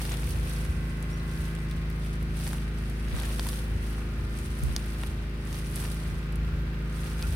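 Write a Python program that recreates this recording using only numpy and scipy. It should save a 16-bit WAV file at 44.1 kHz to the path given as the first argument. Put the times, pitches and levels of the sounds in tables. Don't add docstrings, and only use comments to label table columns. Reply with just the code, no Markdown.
import sys
import numpy as np
from scipy import signal
from scipy.fft import rfft, irfft, next_fast_len
from scipy.io import wavfile
from scipy.ndimage import uniform_filter1d

SR = 44100
rng = np.random.default_rng(int(sys.argv[2]) if len(sys.argv) > 2 else 0)


def file_out(sig):
    cols = np.atleast_2d(sig).T
    lim = np.clip(cols, -1, 1)
    pcm = np.round(lim * 32767).astype(np.int16)
    wavfile.write(sys.argv[1], SR, pcm)


N = 324311
HOP = 512


def amp(db):
    return 10 ** (np.asarray(db) / 20)


def evened(x):
    return x / np.sqrt(np.mean(x ** 2) + 1e-20)


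def read(points, hz):
    f, value = np.transpose(points)
    return np.interp(np.log(hz + 1), np.log(f + 1), value)


def curves(rows):
    s, *columns = np.transpose(rows)
    return [np.interp(np.arange(N) / SR, s, c) for c in columns]


def colour(x, points):
    size = next_fast_len(N)
    gain = amp(read(points, np.fft.rfftfreq(size, 1 / SR)))
    return irfft(rfft(x, size) * gain, size)[..., :N]


def frame_times():
    return np.arange(N // HOP + 2) * HOP / SR


def wander(count, top_hz):
    hz = np.geomspace(.1, top_hz, 16)[:, None]
    phase_turns = rng.random((count, 16, 1))
    waves = np.sin(2 * np.pi * (hz * frame_times() + phase_turns))
    return evened((waves / hz ** 0.22).sum(1))


def spread(rows):
    return np.array([np.interp(np.arange(N) / HOP, np.arange(len(r)), r) for r in rows])


def power_sum(rest_db, levels_db):
    power = amp(2 * rest_db) + amp(2 * levels_db).sum(0)
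    return spread([10 * np.log10(power)])[0]


def add(mix, s, sound):
    part = mix[:, round(s * SR):][:, :sound.shape[1]]
    part += sound[:, :part.shape[1]]


# (frequency [Hz], correlation [-1..1])
LIKENESS = [(60, 1), (180, 0.87), (550, 0.58), (1650, -0.15), (15000, -.3)]


def pair(points):
    size = next_fast_len(N)
    hz = np.fft.rfftfreq(size, 1 / SR)
    a, b = rfft(rng.standard_normal((2, size)))
    same = np.clip(read(LIKENESS, hz), -1, 1)
    both = np.array([a, same * a + np.sqrt(1 - same ** 2) * b])
    return evened(irfft(both * amp(read(points, hz)), size)[:, :N])


# (frequency [Hz], relative level [dB per Hz])
FIELD_SPECTRUM = [(70, -14.5), (130, -4), (260, -13.5), (400, -16.5), (600, -20.5), (930, -24.5),
                  (1400, -22), (2500, -25), (5000, -33), (16000, -70)]
FIELD_DB = -44.5


def field():
    return amp(FIELD_DB) * pair(FIELD_SPECTRUM)


# (time [s], shaft rate [Hz], 6th order level, used less its mean [dB],
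#                 clatter level [dB], swell of 18th and 19th orders [dB])
ENGINE_COURSE = [(0, 26.74, -39.5, -52, 3), (.6, 26.74, -38, -47.5, 4), (1.5, 26.83, -37.5, -48.5, -4),
                 (2.5, 26.74, -38.5, -51, -2), (3.5, 26.75, -41, -50, 3), (4.4, 26.75, -44, -49.5, -1),
                 (5.3, 26.74, -43, -51.5, -3), (6.2, 26.75, -38, -50, 0.1), (7.35, 26.79, -38.5, -50, 0.1)]
# (multiple of shaft rate [-], relative level [dB])
ORDERS = [(1, -24.5), (2, 1), (3, -15), (4, -12.5), (5, -9), (6, -7.5), (7, -20), (8, -13.5), (9, -16.5),
          (10, -25.5), (11, -23), (12, -19.5), (13, -23), (14, -23), (15, -22.5), (16, -28.5), (18, -28),
          (19, -27), (22, -32), (40, -27), (62, -31), (75, -27.5)]
# (frequency [Hz], relative line level [dB])
CLATTER_SPECTRUM = [(600, -10), (1100, -1), (1700, 1.2), (2600, -3.5), (3400, -23)]
DRONE_GAIN_DB = -33.5
SING_S, SING_20DB_DOWN_S = 1.35, .95
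LEAD_TURNS, LOOSE_TURNS = .3, .55
CYCLE = 2048


def drone(turns, sixth_db, upper_db):
    k, db = np.transpose(ORDERS)
    db = db[:, None] + spread(1.1 * wander(len(k), 4))
    db[5] += sixth_db - sixth_db.mean()
    db[np.isin(k, (18, 19))] += upper_db
    db[-3:] -= 20 * ((np.arange(N) / SR - SING_S) / SING_20DB_DOWN_S) ** 4
    side_rad = 0.3 * rng.standard_normal(len(k)) * np.minimum(k / 14, 1)
    ahead = (LEAD_TURNS + LOOSE_TURNS * rng.standard_normal(len(k)) / np.sqrt(k)) * (k != 2)
    angle = 2 * np.pi * (k[:, None] * turns + ahead[:, None])
    waves = [(amp(db) * np.cos(angle + side * side_rad[:, None])).sum(0) for side in (-.5, .5)]
    return np.sqrt(2) * np.array(waves)


def clatter(turns, shaft_hz):
    order = np.arange(CYCLE // 2 + 1)
    lines = rng.standard_normal((2, 4, len(order), 2)) @ [1, 1j]
    uneven_db = 2.5 * rng.standard_normal(len(order))
    lines *= amp(uneven_db + read(CLATTER_SPECTRUM, order * shaft_hz.mean()))
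    shapes = irfft(lines, CYCLE)
    place = (turns % 1) * CYCLE
    fades = spread(wander(4, 1.488))
    fades /= np.sqrt((fades ** 2).sum(0))
    channels = [sum(f * np.interp(place, np.arange(CYCLE), s, period=CYCLE) for f, s in zip(fades, c))
                for c in shapes]
    return evened(np.array(channels))


def engine():
    shaft_hz, sixth_db, clatter_db, upper_db = curves(ENGINE_COURSE)
    turns = np.cumsum(shaft_hz) / SR
    low = amp(DRONE_GAIN_DB) * drone(turns, sixth_db, upper_db)
    return low + amp(clatter_db) * clatter(turns, shaft_hz)


def whistle(notes):
    out = np.zeros((2, N))
    for rows in notes:
        s, hz, db = np.transpose(rows)
        t = np.arange(s[0], s[-1], 1 / SR)
        waver = 1 + 0.016 * evened(uniform_filter1d(rng.standard_normal(len(t)), 150))
        turns = np.cumsum(np.interp(t, s, hz) * waver) / SR
        tone = np.sin(2 * np.pi * (turns + 0.33 * rng.random((2, 1))))
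        level = np.sqrt(2) * amp(np.interp(t, s, db) + 250 * (waver - 1))
        add(out, s[0], level * tone * signal.windows.tukey(len(t), .2))
    return out


# (time [s], pitch [Hz], level [dB])
BIRD_NOTES = [
    [(1.105, 5350, -61), (1.145, 5750, -57), (1.17, 5500, -66)],
    [(1.178, 4110, -62), (1.24, 3800, -65)],
]


def bird():
    return whistle(BIRD_NOTES)


# (frequency [Hz], relative level [dB])
BUFFET_SPECTRUM = [(20, -26), (45, 3), (62, 11), (75, 14.5), (95, 1.5), (140, -9), (300, -47.5)]
# (middle [s], level [dB], middle to 20 dB down [s])
WIND_PUFFS = [(0.345, -29.5, 0.14), (.75, -35, 0.23), (1.37, -34, .07), (1.767, -32.5, 0.068),
              (2.26, -33, .06), (3.12, -34.5, 0.12), (3.74, -30.5, 0.12), (4.22, -31.5, .07),
              (4.445, -35.5, 0.14), (5.119, -34, 0.052), (6.098, -33.5, 0.15), (6.496, -30.5, .18),
              (7.076, -33.5, 0.092), (7.295, -32.5, 0.14)]
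BREEZE_DB = -45.5


def wind():
    middle, db, length = np.transpose(WIND_PUFFS)[..., None]
    puffs_db = db - 20 * ((frame_times() - middle) / length) ** 2
    return amp(power_sum(BREEZE_DB, puffs_db)) * pair(BUFFET_SPECTRUM)


# (time [s], level [dB], t60 [s])
CAMERA_JOLTS = [(3.131, -11.5, 0.12), (4.622, -16, 0.38)]


def jolts():
    out, t = np.zeros((2, N)), np.arange(SR // 4) / SR
    low_hz, high_hz = np.array([[55.], [70.]]), np.array([[170.], [130.]])
    thud = np.sin(2 * np.pi * low_hz * t) + 0.39 * np.sin(2 * np.pi * high_hz * t)
    for s, db, t60 in CAMERA_JOLTS:
        level = amp(db - 60 * t / t60) * np.minimum(t / 0.017, 1)
        add(out, s, level * thud * [[-.3], [1]])
    return out


# (time [s], pitch [Hz], level [dB])
SQUEAK_RINGS = [
    [(7.228, 2424, -48), (7.246, 2540, -51)],
    [(7.231, 1340, -47), (7.254, 1420, -45), (7.266, 1620, -56)],
]


def squeak():
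    return whistle(SQUEAK_RINGS)


# (start [s], hold [s], leaves level [dB], soil and roots level [dB])
HAND_MOVES = [(0.0, 0.14, -45, -44), (.24, 0.084, -46.5, -49), (.46, 0.15, -48, -48.5),
              (1.34, 0.15, -51.5, -58), (2.03, 0.046, -54, -55.5), (2.4, .13, -45, -48.5),
              (2.806, 0.24, -55.5, -55.5), (3.148, 0.1, -48, -43), (3.295, 0.044, -45.5, -53),
              (3.444, 0.12, -44, -49), (3.846, 0.088, -51, -52), (4.357, 0.083, -50.5, -56.5),
              (4.59, .21, -49, -52.5), (4.863, .05, -51, -54.5), (5.005, 0.026, -48.5, -50.5),
              (5.5, .075, -47, -51), (5.66, .07, -51, -56), (5.77, .12, -45, -49), (6.0, 0.14, -53, -55),
              (6.968, .02, -49, -54), (7.054, 0.057, -49, -50), (7.2, 0.17, -48, -50)]
# (time [s], level [dB])
SETTLING = [(0, -52), (2.7, -62), (4.2, -58), (6.6, -65), (7.35, -58)]
TRICKLE_DB = -55
RISE_DB_PER_S, FALL_DB_PER_S = 159, 91


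def moves():
    s, hold, leaves_db, soil_db = np.transpose(HAND_MOVES)[..., None]
    t = frame_times()
    shape_db = -RISE_DB_PER_S * np.maximum(s - t, 0) - FALL_DB_PER_S * np.maximum(t - s - hold, 0)
    settling_db = np.interp(t, *np.transpose(SETTLING))
    return power_sum(settling_db, leaves_db + shape_db), power_sum(TRICKLE_DB, soil_db + shape_db)


def grains(drive_db, per_s, t60, share, clump):
    starts = rng.exponential(1, N) * (rng.random(N) < 60 / SR)
    clumps = signal.lfilter([1], [1, -np.exp(-1 / (0.0097 * SR))], starts)
    hiss = rng.standard_normal((2, N)) * (1 + clump * clumps)
    excess_db = drive_db - drive_db.mean()
    rate = per_s * amp(.3 * excess_db)
    size = amp(3.3 * np.minimum(rng.exponential(1, N), 2.6)) * (rng.random(N) < rate / SR)
    t, hz = np.arange(HOP) / SR, np.fft.rfftfreq(HOP, 1 / SR)
    which, crackle = rng.integers(0, 16, N), np.zeros((2, N))
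    for k, centre_hz in enumerate(np.geomspace(700, 15000, 16)):
        ring = 0.12 + 1 / (1 + ((hz - centre_hz) / (0.21 * centre_hz)) ** 2)
        burst = irfft(rfft(rng.standard_normal((2, HOP))) * ring) * amp(-60 * t / t60)
        crackle += signal.oaconvolve((size * (which == k))[None], burst, axes=1)[:, :N]
    return evened(hiss) + share * amp(-.2 * excess_db) * evened(crackle)


# (frequency [Hz], relative level [dB per Hz])
LEAF_SPECTRUM = [(1500, -20), (3000, -4), (4500, -4.5), (6300, -5), (7250, -10), (8300, -3), (9500, 0),
                 (12000, -8), (16000, -14)]
# (frequency [Hz], relative level [dB])
SOIL_SPECTRUM = [(250, -46), (500, 2), (900, 0), (2200, -1.5), (4000, -6), (6500, -19.5)]


def rustle():
    brush_db, crumble_db = moves()
    leaves = evened(colour(grains(brush_db, 250, 0.009, 0.52, 0.5), LEAF_SPECTRUM))
    highpass = signal.butter(2, 12000, "high", fs=SR, output="sos")
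    top = signal.sosfiltfilt(highpass, leaves)
    leaves = leaves + (amp(0.65 * (brush_db + 48)) - 1) * top
    soil = evened(colour(grains(crumble_db, 300, 0.007, 0.8, 0.5), SOIL_SPECTRUM))
    return amp(brush_db) * leaves + amp(crumble_db) * soil


# (time [s], crack peak [dB], centre [Hz], low knock peak relative to crack [dB])
PLANT_SNAPS = [(0.052, -27, 4400, -8), (0.119, -24, 6500, -6), (0.14, -28, 2900, -9),
               (0.2902, -33, 9500, -14), (0.3077, -31, 9200, -20), (0.6504, -32, 8710, -2),
               (1.026, -32.5, 8900, -7), (1.5513, -32, 8970, -24), (1.7125, -32, 3780, -14),
               (1.9011, -31, 12500, -25), (2.2278, -36, 11000, -20), (2.369, -35, 9550, -14),
               (2.468, -33, 4500, 2), (2.4761, -25, 9500, -12), (2.5321, -27.5, 8900, 0),
               (2.8991, -34.5, 10900, -9), (3.0834, -34, 5500, -10), (3.143, -35, 1100, -6),
               (3.1644, -30, 8540, -12), (3.189, -30, 3500, -10), (3.1992, -26, 4150, -18),
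               (3.222, -29, 9160, -9), (3.234, -30, 5270, -7), (3.254, -28, 8550, -16),
               (3.3954, -22, 4330, -0.5), (3.465, -32, 1000, -12), (3.469, -25, 11800, -5),
               (3.4881, -20, 9800, -14), (3.4895, -24, 4300, -12), (3.5305, -29, 3660, -11),
               (4.3876, -31, 8540, -15), (4.6362, -24, 10030, -22), (4.7638, -12, 5300, -18),
               (5.0353, -27.5, 3300, -1), (5.0714, -31, 9300, -23), (5.5281, -30, 5800, -9),
               (5.545, -29, 5320, -9), (5.759, -20, 10700, -31), (5.839, -30, 10000, -4),
               (5.852, -31, 2300, -3), (5.857, -32, 5500, -10), (6.324, -36, 10000, -20),
               (6.357, -35, 10000, -20), (7.043, -33, 8400, -10), (7.2255, -23.5, 4700, -12)]
CRACK_T60_S, TAIL_T60_S = 0.005, 0.027
TAIL_AT_0DB_PEAK_DB, BROAD_AT_0DB_PEAK_DB = -16.5, -13.0
LIKENESS_SNAP = 0.6
CLICK = 3.0


def snaps():
    out, size, lead = np.zeros((2, N)), 2 * HOP, 64
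    t, hz = (np.arange(size) - lead) / SR, np.fft.rfftfreq(size, 1 / SR)
    low = amp(read(SOIL_SPECTRUM, hz)) / (1 + (hz / 2800) ** 4)
    for s, db, centre_hz, knock_db in PLANT_SNAPS:
        a, b = rng.standard_normal((2, size))
        a[lead] += CLICK
        noise = np.array([a, LIKENESS_SNAP * a + np.sqrt(1 - LIKENESS_SNAP ** 2) * b])
        tail = amp(TAIL_AT_0DB_PEAK_DB - .4 * db - 60 * t / TAIL_T60_S)
        fall = (amp(-60 * t / CRACK_T60_S) + tail) * (t >= 0)
        burst = rfft(noise * fall)
        burst /= np.sqrt(uniform_filter1d(abs(burst) ** 2, size=HOP // 16))
        broad = amp(BROAD_AT_0DB_PEAK_DB - .4 * db + read(LEAF_SPECTRUM, hz))
        broad *= min(centre_hz / 4000, 1) ** 2
        peak = 1 / (1 + ((hz - centre_hz) / (0.26 * centre_hz)) ** 4)
        crack, knock = irfft(burst * (broad + peak)), irfft(burst * low)
        sound = amp(db) * crack / abs(crack).max() + amp(db + knock_db) * knock / abs(knock).max()
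        add(out, s - lead / SR, sound)
    return out


def scene():
    background = field() + engine() + bird() + wind() + jolts()
    return background + squeak() + rustle() + snaps()


# (frequency [Hz], left minus right [dB])
PORT_LEAN = [(60, 0.5), (240, -1), (3770, 1.5), (15000, -4)]
EDGE_HZ = 15900


def record(dry):
    half = np.array(PORT_LEAN) * [1, .5]
    ports = np.array([colour(dry[0], half), colour(dry[1], half * [1, -1])])
    lowpass = signal.firwin(1023, EDGE_HZ, window=("kaiser", 9), fs=SR)
    return signal.oaconvolve(ports, lowpass[None], "same")


dry = scene()
out = record(dry)
file_out(out)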